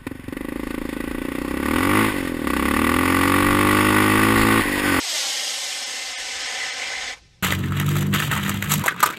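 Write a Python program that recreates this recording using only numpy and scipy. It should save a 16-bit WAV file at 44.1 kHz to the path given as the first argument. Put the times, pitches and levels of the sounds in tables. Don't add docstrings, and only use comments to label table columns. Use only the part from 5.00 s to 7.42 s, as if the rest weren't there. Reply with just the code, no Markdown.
import sys
import numpy as np
from scipy import signal
from scipy.fft import rfft, irfft, dct, next_fast_len
from scipy.io import wavfile
from scipy.ndimage import uniform_filter1d, map_coordinates

SR = 44100
rng = np.random.default_rng(int(sys.argv[2]) if len(sys.argv) > 2 else 0)


def transcribe(u):
    v = np.clip(np.atleast_2d(u).T, -1, 1)
    q = np.round(v * 32767).astype(np.int16)
    wavfile.write(sys.argv[1], SR, q)


def volts(x):
    e = np.asarray(x, float) / 20
    return 10 ** e


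N = 106942
TIME_S = np.arange(N) / SR


def unit(x):
    return x / np.sqrt(np.mean(x ** 2) + 1e-20)


def along(points, hz):
    f, value = np.transpose(points)
    return np.interp(np.log(hz + 1), np.log(f + 1), value)


def curve(rows):
    s, value = np.transpose(rows)
    return np.interp(TIME_S, s, value)


def wobble(knots_per_s):
    knots = rng.standard_normal(int(N * knots_per_s / SR) + 4)
    return map_coordinates(knots, [np.arange(N) * knots_per_s / SR])


def filtered(x, response):
    size = next_fast_len(N + 8192)
    hz = np.fft.rfftfreq(size, 1 / SR)
    return irfft(rfft(x, size) * response(hz), size)[:N]


def rush(colour_db, patchy_db, size):
    hz, t, z = signal.stft(rng.standard_normal(N), SR, nperseg=size)
    patches = uniform_filter1d(rng.standard_normal(z.shape), 6, 0)
    patches = uniform_filter1d(patches, 10, 1)
    gain = volts(colour_db(hz[:, None], t))
    z = z * gain / np.sqrt(np.mean(gain ** 2, axis=0))
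    z = z * volts(patchy_db * unit(patches))
    return unit(signal.istft(z, SR, nperseg=size)[1][:N])


# t/s, level/dB
BURN_LEVEL = [
    (0.0, -27.5),
    (0.16, -22.5),
    (1.02, -29),
    (1.68, -26),
    (1.76, -29.5),
    (1.78, -27),
    (2.1, -28),
    (2.13, -32.5),
]
# f/Hz, level/dB per Hz
NEAR_COLOUR = [(90, -42), (200, -41), (600, -10), (1250, -12), (3300, 1), (7500, -4.5), (12000, -16.5),
               (15500, -31)]
MIDWAY_COLOUR = [(90, -47), (200, -19), (600, -10), (1300, -10), (2600, 0.5), (7500, -4.5), (12000, -20),
                 (15500, -33)]
HIGH_COLOUR = [(90, -36), (200, -22.5), (600, -8.5), (1200, -10.5), (2100, 0.5), (7500, -12.5),
               (12000, -32.5), (15500, -49)]
COLOUR_TIMES_S = [.3, .9, 1.75]
BURNOUT_S, DIE_DB_PER_S = 2.136, 900
DULL_DB, DULL_S, DULL_HZ = -6, 0.017, 8000


def jet_colour(hz, s):
    colour_db = DULL_DB * np.exp(-s / DULL_S) / (1 + (DULL_HZ / (hz + 1)) ** 4)
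    for k, colour in enumerate([NEAR_COLOUR, MIDWAY_COLOUR, HIGH_COLOUR]):
        share = np.interp(s, COLOUR_TIMES_S, np.eye(3)[k])
        colour_db = colour_db + share * along(colour, hz)
    return colour_db


def jet():
    hiss = rush(jet_colour, patchy_db=1.25, size=512)
    dying_db = -DIE_DB_PER_S * np.clip(TIME_S - BURNOUT_S, 0, None)
    flutter_db = 0.13 * wobble(15.2) + 0.4 * wobble(59.35) + 0.31 * wobble(220)
    return hiss * volts(curve(BURN_LEVEL) + dying_db + flutter_db)


# f/Hz, width/Hz, level/dB
CASE_MODES = [(765, 116, 4.5), (2046, 460, 4), (2575, 380, -3), (3340, 160, 1), (3720, 140, 0),
              (4580, 390, -1), (5090, 800, 3.5), (6520, 400, 3.5), (7320, 440, -1.5), (8050, 1500, 2.5),
              (8550, 500, 4), (9470, 1220, -6.5), (11200, 1700, 1.5)]
# delay/ms, gain
CASE_ECHOES = [(0.428, -0.0028), (0.702, -0.03), (0.828, -0.052)]


def case(hz):
    modes_db = sum(db / (1 + (2 * (hz - f) / width) ** 2) for f, width, db in CASE_MODES)
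    echoes = sum(g * np.exp(-2j * np.pi * hz * ms / 1000) for ms, g in CASE_ECHOES)
    return volts(modes_db) * (1 + echoes)


# f/Hz, level/dB per Hz
BANK_COLOUR = [(90, -35), (250, -8), (550, 2), (1200, -2), (2000, -1), (6500, -7), (12000, -28),
               (15500, -39)]
# f/Hz, level/dB per Hz
FIELD_COLOUR = [(130, -23), (330, -2.5), (750, -1.5), (1150, -8), (2100, 0.5), (5500, 0), (8500, -13.5),
                (15500, -38)]
ECHO_DB, ECHO_LATE_S, ECHO_DIE_DB_PER_S = -13.5, .046, 800
FIELD_DB, FIELD_T60_S = -20.5, 2


def field():
    after_s = np.clip(TIME_S - BURNOUT_S - ECHO_LATE_S, 0, None)
    echo = rush(lambda hz, s: along(BANK_COLOUR, hz), patchy_db=1.94, size=512)
    wash = rush(lambda hz, s: along(FIELD_COLOUR, hz), patchy_db=1.2, size=512)
    echo_db = ECHO_DB - ECHO_DIE_DB_PER_S * after_s
    wash_db = FIELD_DB - 60 * after_s / FIELD_T60_S + 0.34 * wobble(25)
    return volts(curve(BURN_LEVEL)) * (echo * volts(echo_db) + wash * volts(wash_db))


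# delay/ms, gain
GROUND_ECHOES = [(3.17, -.08), (3.43, .08), (3.57, -.08), (3.76, .2), (3.84, .13), (3.965, .27),
                 (4.045, .14), (4.22, -.11)]
STEEP_START, STEEP_PER_S, STEEP_PER_S2 = .55, 5.5, 9
SHIMMER_MS = 0.01


def ground(x):
    steep = STEEP_START + STEEP_PER_S * TIME_S + STEEP_PER_S2 * TIME_S ** 2
    sine = steep / np.sqrt(1 + steep ** 2)
    wander_ms = SHIMMER_MS * wobble(7.6)
    out = x.copy()
    for ms, gain in GROUND_ECHOES:
        heard_s = TIME_S - (ms * sine + wander_ms) / 1000
        out += gain * map_coordinates(x, [heard_s * SR], mode="mirror")
    return out


# t/s, level/dB
WIND_LEVEL = [
    (0.0, -75),
    (1.04, -65),
    (1.65, -57.5),
    (1.71, -62),
    (1.83, -58),
    (1.91, -58),
    (2.32, -56),
    (2.33, -56),
    (2.42, -57),
]
# f/Hz, level/dB per Hz
WIND_COLOUR = [(12, -36), (25, -12), (40, -9), (70, -2), (110, -6.5), (200, -15.5), (400, -28), (800, -63)]


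def wind():
    rumble = rush(lambda hz, s: along(WIND_COLOUR, hz), patchy_db=5.0, size=4096)
    return unit(rumble * volts(0.98 * wobble(12.05))) * volts(curve(WIND_LEVEL))


# t/s, step level under the strongest line/dB, top f/Hz
STARVED_FRAMES = [
    (.852, -2, 11000),
    (1.145, 0, 9400),
    (1.168, 0, 8800),
    (1.438, -7, 9200),
    (1.482, -3, 11200),
    (1.716, -4, 9200),
    (2.228, -13, 9400),
]
FRAME = 1650
STEP_FOLLOWS, STEP_SCATTER_DB = .75, 2


def starve(x):
    out = x.copy()
    window = np.sin(np.pi * (np.arange(FRAME) + .5) / FRAME)
    hz = np.arange(FRAME) * SR / 2 / FRAME
    for s, db, top_hz in STARVED_FRAMES:
        middle = round(s * SR)
        at = slice(middle - FRAME // 2, middle + FRAME // 2)
        lines = dct(out[at] * window, norm="ortho")
        local = np.sqrt(np.abs(uniform_filter1d(lines ** 2, size=120)) + 1e-14)
        scatter_db = STEP_SCATTER_DB * np.repeat(rng.standard_normal(FRAME), 24)[:FRAME]
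        step = 3 * local.max() * (local / local.max()) ** STEP_FOLLOWS * volts(db + scatter_db)
        kept = np.round(lines / step) * step * (hz < top_hz)
        out[at] -= window * dct(lines - kept, type=3, norm="ortho")
    return out


def scene():
    outdoors = filtered(jet(), case) + field()
    return (volts(-3) * ground(outdoors) + wind())[None]


def roll_off(x):
    return signal.sosfilt(signal.butter(12, 15180, fs=SR, output="sos"), x)


def record(dry):
    mix = filtered(starve(dry[0]), lambda hz: np.clip((15300 - hz) / 300, 0, 1))[None]
    return roll_off(mix)


dry = scene()
out = record(dry)
transcribe(out)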